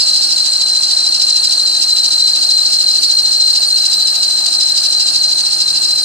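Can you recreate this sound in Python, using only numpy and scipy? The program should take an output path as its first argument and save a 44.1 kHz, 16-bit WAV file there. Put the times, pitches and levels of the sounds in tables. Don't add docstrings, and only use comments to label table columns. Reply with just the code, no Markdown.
import sys
import numpy as np
from scipy import signal
from scipy.fft import rfft, irfft
from scipy.io import wavfile
from scipy.ndimage import uniform_filter1d

SR = 44100
rng = np.random.default_rng(int(sys.argv[2]) if len(sys.argv) > 2 else 0)


def wrap_up_sound(samples):
    columns = np.atleast_2d(samples).T
    tamed = np.clip(columns, -1, 1)
    steps = np.round(tamed * 32767).astype(np.int16)
    wavfile.write(sys.argv[1], SR, steps)


N = 266364
TIME, FREQS = np.arange(N) / SR, np.fft.rfftfreq(N, 1 / SR)
FIRINGS, PULLEY_RATIO = 3, 3.888

# (time [s], speed [turns/s])
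IDLE = [(0.0, 13.138), (0.4, 13.292), (1.0, 13.102), (2.0, 13.217), (2.7, 13.135), (3.5, 13.567),
        (4.1, 13.275), (4.7, 12.784), (5.4, 13.333), (6.04, 13.348)]


def belt(turn, swing_db=4.0, flutter_db=3.5, sag_hz=14, tug_hz=20, catch_turns=.062, slack_turns=.065):
    # (time [s], scrape drive [dB], squeal drive [dB], pitch [Hz])
    drift = [(0, 1.9, -0.5, 4126), (0.5, 0.03, 0, 4116), (1.4, 0.2, 2, 4103), (2.3, 0.12, 4, 4099),
             (3.0, 0.98, 4.5, 4157), (3.55, -0.5, 5.5, 4157), (4.1, -1.5, -0.5, 4078), (4.65, 0.1, 0, 4094),
             (5.2, -0.57, 0.5, 4132), (6.04, -1, -1.5, 4114)]
    # (scrape drive when tight [dB], pitch leap when slack [Hz], squeal drive when slack [dB])
    lap = [(3, 80, -1.5), (2, 24.87, -1.5), (1.5, 70, -4), (3.3, 150, -2.5)]
    catch_db, leap_hz, dip_db = np.transpose(lap)
    scrape_db, squeal_db, pitch_hz = curves(drift, TIME)
    tension = np.cos(2 * np.pi * turn)
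    tug = np.cos(2 * np.pi * FIRINGS * (turn + .02))
    glaze = np.cos(2 * np.pi * (turn - 1.47) / len(lap))
    dropouts = flutter_db * np.minimum(wander(100), .9)
    scraping = swing_db * tension + once_a_turn(turn, catch_db, catch_turns) + .97 * wander(12)
    singing = .1 * tension + 1.7 * glaze + once_a_turn(turn - .5, dip_db, slack_turns) + dropouts
    bend = once_a_turn(turn - .5, leap_hz, slack_turns) - sag_hz * tension - tug_hz * tug
    return scrape_db + scraping, squeal_db + singing, pitch_hz + bend


def squeal(turn, squeal_db, pitch_hz, scrape_db, waver_hz=23, wobble_hz=17, depth=0.6):
    # (gain [dB], left over right [dB])
    partials = [(-13.5, 3), (-26.5, -14.5), (-41.5, -9.5)]
    # (frequency [Hz], width [Hz], boost [dB])
    radiating_mode = [(4130, 35, 2)]
    spin = 2 * np.pi * (PULLEY_RATIO * turn + .16 * wander(14.6) - 1 / 4)
    envelope = amp(depth * squeal_db) * (1 + .52 * np.sin(spin))
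    leap = 34 * np.maximum(wander(25.4) - scrape_db / 5, 0)
    jitter = 24 * amp(scrape_db) * wander(388) + waver_hz * wander(68.8)
    hz = pitch_hz + leap - leap.mean() + jitter + wobble_hz * np.cos(spin) - 450 * grabs()
    out = np.zeros((2, N))
    for harmonic, (db, side_db) in enumerate(partials, 1):
        sizzle = (harmonic > 1) * 55 * wander(212.6)
        tone = envelope ** (1 / harmonic) * sine(harmonic * (hz + sizzle))
        rung = shaped(tone, amp(bumps(radiating_mode)))
        heard = bay(rung, t60=.04, wet_db=4) if harmonic > 1 else bay(rung, t60=.06, wet_db=-5)
        out += amp(db) * np.std(tone) * pan(side_db) * heard
    return out


def upper_squeal(pitch_hz, scrape_db, above_hz=360, waver_hz=42, level_db=-27, patchy_db=14):
    tone = sine(pitch_hz + above_hz + waver_hz * wander(67.5))
    snatches = amp(.17 * scrape_db + patchy_db * np.minimum(wander(53), 1.2))
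    return amp(level_db) * pan(-1) * bay(snatches * tone, t60=.1, wet_db=-12)


def scrape(turn, scrape_db, gain_db=-23, depth=0.88, flicker_db=1.7, grain_db=0.8):
    # (frequency [Hz], relative level [dB])
    rasp_colour = [(400, -77), (1800, -26), (2400, -21.5), (2900, -11.5), (3500, -12.5), (4000, 1.5),
                   (4500, -3), (5500, -5), (6700, -10.5), (8300, -9.5), (9400, -19), (10600, -18.5),
                   (11300, -40), (12800, -23), (14400, -49)]
    # (frequency [Hz], width [Hz], boost [dB])
    pulley_modes = [(2760, 13.3, 14.5), (3910, 160, 1.5), (4570, 220, 4.5), (4230, 150, 9),
                    (4900, 90, -2.5), (4910, 70, 1.5), (5228, 100, 5), (6030, 61, 10), (6330, 91, 9),
                    (6884, 144, 8), (7500, 140, 6.5), (8030, 290, 6.5), (9020, 400, 8.5), (12200, 360, -3)]
    # (frequency [Hz], left over right [dB])
    rasp_side = [(3000, 0.5), (4100, -0.5), (4500, 0), (4900, -16), (5250, 8), (6200, -6.5), (7600, -2.5),
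                 (12500, -14)]
    rubbing = amp(gain_db + depth * scrape_db + flicker_db * wander(71))
    force = np.hypot(rubbing, grabs())
    slips = force * unit(amp(grain_db * wander(990))) * rng.standard_normal((2, N))
    ringing = unit(amp(colour(rasp_colour, pulley_modes)))
    rasp = shaped(slips, ringing * pan(colour(rasp_side)))
    return rasp + squeaks(turn, force)


def squeaks(turn, force, patchy_db=6, waver_hz=50, slide_hz=150):
    # (frequency [Hz], level [dB])
    modes = [(4490, -25.5), (4770, -33), (4935, -29.5), (5230, -27.5), (7570, -44)]
    out = np.zeros((2, N))
    for hz, db in modes:
        catch = unit(force ** 1.3 * amp(patchy_db * np.minimum(wander(47), 1)))
        pulley_turn = PULLEY_RATIO * turn + wander(10) / 2
        slide = slide_hz * (.5 - pulley_turn % 1)
        tone = catch * sine(hz + slide + waver_hz * wander(93.5))
        out += amp(db) * bay(tone, t60=.056, wet_db=5, count=2)
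    return pan(-4) * out


def grabs(width_s=0.011):
    # (time [s], peak force [dB])
    peaks = [(0.239, -24), (0.91, -24), (1.219, -19), (1.521, -19.5), (1.826, -19.5), (1.973, -23.5),
             (2.124, -21), (2.364, -21), (3.037, -17), (3.632, -22.5), (3.931, -20), (4.61, -23),
             (4.851, -18.5), (5.084, -23.5), (5.154, -20.5)]
    return sum(amp(db) * np.exp(-.5 * ((TIME - s) / width_s) ** 2) for s, db in peaks)


def overload_crackle(gain_db=-31):
    # (frequency [Hz], relative level [dB])
    crackle_colour = [(800, -65), (5000, 2), (14000, 8)]
    bursts = grabs() * rng.standard_normal((2, N))
    return amp(gain_db) * pan(-7) * shaped(bursts, amp(colour(crackle_colour)))


def dives(turn, level_db=-39, middle_hz=7550, fall_hz_per_turn=4200, lead_turns=0.22, uneven_db=5):
    heights = amp(uneven_db * np.minimum(rng.standard_normal(round(turn[-1]) + 2), 1))
    ahead = turn + lead_turns
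    hz = middle_hz - fall_hz_per_turn * (ahead - np.round(ahead)) + 90 * wander(56)
    chirps = once_a_turn(ahead, heights, width_turns=.05) * sine(hz)
    return amp(level_db) * pan(-6) * bay(chirps, t60=.0072, wet_db=17, count=2)


def crank(first_tight_s=.0075):
    return np.cumsum(curves(IDLE, TIME)[0]) / SR - IDLE[0][1] * first_tight_s


def engine(turn, level_db=-38, throb=0.037, clatter_share=0.3):
    # (frequency [Hz], relative level [dB])
    drone_colour = [(25, -28), (45, -22), (65, -10), (100, -4), (220, -3.5), (400, -2), (490, -8),
                    (640, -1), (1000, -2.5), (1600, 2.5), (2080, -8.5), (2700, 1.5), (4000, -23),
                    (8000, -2), (14000, -37)]
    # (frequency [Hz], width [Hz], boost [dB])
    hollows = [(332, 31, 5), (674, 39, 6), (928, 64, 4.5), (1231, 31, 9.5)]
    # (frequency [Hz], correlation [-1 to 1])
    likeness = [(40, 0.47), (130, 0.18), (300, 0.23), (650, 0.61), (900, 0.51), (1300, -0.5), (1800, 0.53),
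                (3000, -0.57)]
    firings = FIRINGS * turn
    firing_hz = (firings[-1] - firings[0]) / TIME[-1]
    cycle = rng.standard_normal((2, round(6 * SR / firing_hz)))
    clatter = cycle[:, (firings * SR / firing_hz).astype(int) % cycle.shape[1]]
    fan = rng.standard_normal((2, N))
    noise = np.sqrt(clatter_share) * clatter + np.sqrt(1 - clatter_share) * fan
    left, unrelated = rfft(noise * (1 + throb * np.cos(2 * np.pi * firings)))
    correlation = colour(likeness)
    right = correlation * left + np.sqrt(1 - correlation ** 2) * unrelated
    drone = irfft(np.array([left, right]) * amp(colour(drone_colour, hollows)), N)
    return amp(level_db) * pan(2) * unit(drone)


def accessories(turn, hum_hz=138, sway=0.0023, flutter_db=2.5):
    # (rate [cycles per crank turn], level [dB])
    whines = [(7.5, -72.5), (9, -65.5), (10.5, -76), (15, -64), (16.5, -66.5), (17.5, -64), (20.83, -62.5),
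              (23.83, -60.5), (25, -56), (28.25, -64.5), (52.6, -58), (62.3, -55), (93.6, -60.5)]
    # (time [s], level [dB])
    hum_levels = [(0, -64.5), (4.95, -79.5), (5.15, -53), (5.45, -59), (5.7, -51), (6.04, -62)]
    shaft = turn + np.cumsum(IDLE[0][1] * sway * wander(3.87)) / SR
    tones = sum(amp(db + flutter_db * wander(12)) * np.sin(2 * np.pi * ratio * shaft)
                for ratio, db in whines)
    hum = amp(curves(hum_levels, TIME)[0]) * np.sin(2 * np.pi * hum_hz * TIME)
    return np.sqrt(2) * pan(2.1) * (tones + hum)


def bay(x, t60, wet_db, count=4, left_lag_s=.000052):
    t = np.arange(4096) / SR
    tails = rng.standard_normal((count, 2, len(t))) * amp(-60 * t / t60) * (1 - np.exp(-t / .0024))
    left = shaped(x, np.exp(-2j * np.pi * FREQS * left_lag_s))
    spot = TIME / TIME[-1] * (count - 1)
    out = np.zeros((2, N))
    for k, tail in enumerate(tails):
        echoes = signal.oaconvolve(x[None], tail, axes=1)[:, :N]
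        heard = [unit(unit(direct) + amp(wet_db) * unit(echo)) for direct, echo in zip((left, x), echoes)]
        out += np.maximum(1 - abs(spot - k), 0) * np.array(heard)
    return np.array([unit(side) for side in out])


def once_a_turn(turn, heights, width_turns):
    nearest = np.round(turn)
    height = heights[nearest.astype(int) % len(heights)]
    return height * np.exp(-.5 * ((turn - nearest) / width_turns) ** 2)


def wander(rate_hz):
    return unit(shaped(rng.standard_normal(N), 1 / (1 + (FREQS / rate_hz) ** 4)))


def sine(hz):
    return np.sin(2 * np.pi * np.cumsum(hz) / SR)


def shaped(x, gain):
    return irfft(rfft(x) * gain, N)


def colour(points, modes=()):
    hz, value = np.transpose(points)
    return np.interp(np.log(FREQS + 1), np.log(hz), value) + bumps(modes)


def bumps(modes):
    return sum(db / (1 + (2 * (FREQS - hz) / width) ** 2) for hz, width, db in modes)


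def curves(rows, at):
    where, *columns = np.transpose(rows)
    return [np.interp(at, where, column) for column in columns]


def pan(db):
    pair = amp(np.array([[.5], [-.5]]) * db)
    return pair / np.sqrt(np.mean(pair ** 2, axis=0))


def amp(db):
    return 10 ** (np.asarray(db) / 20)


def unit(x):
    return x / np.sqrt(np.mean(x ** 2) + 1e-20)


def scene():
    turn = crank()
    scrape_db, squeal_db, pitch_hz = belt(turn)
    tones = squeal(turn, squeal_db, pitch_hz, scrape_db) + upper_squeal(pitch_hz, scrape_db) + dives(turn)
    return tones + scrape(turn, scrape_db) + overload_crackle() + engine(turn) + accessories(turn)


def record(dry, aim_db=-8.0, strength=0.35, window_s=0.041, ceiling=.88, edge_hz=14450):
    power_db = 10 * np.log10(uniform_filter1d((dry ** 2).mean(0), round(window_s * SR)) + 1e-12)
    levelled = dry * amp(strength * (aim_db - power_db))
    clipped = np.clip(levelled, -ceiling, ceiling)
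    lowpass = signal.firwin(511, edge_hz, window=("kaiser", 9), fs=SR)
    return signal.oaconvolve(clipped, lowpass[None], "same")


dry = scene()
out = record(dry)
wrap_up_sound(out)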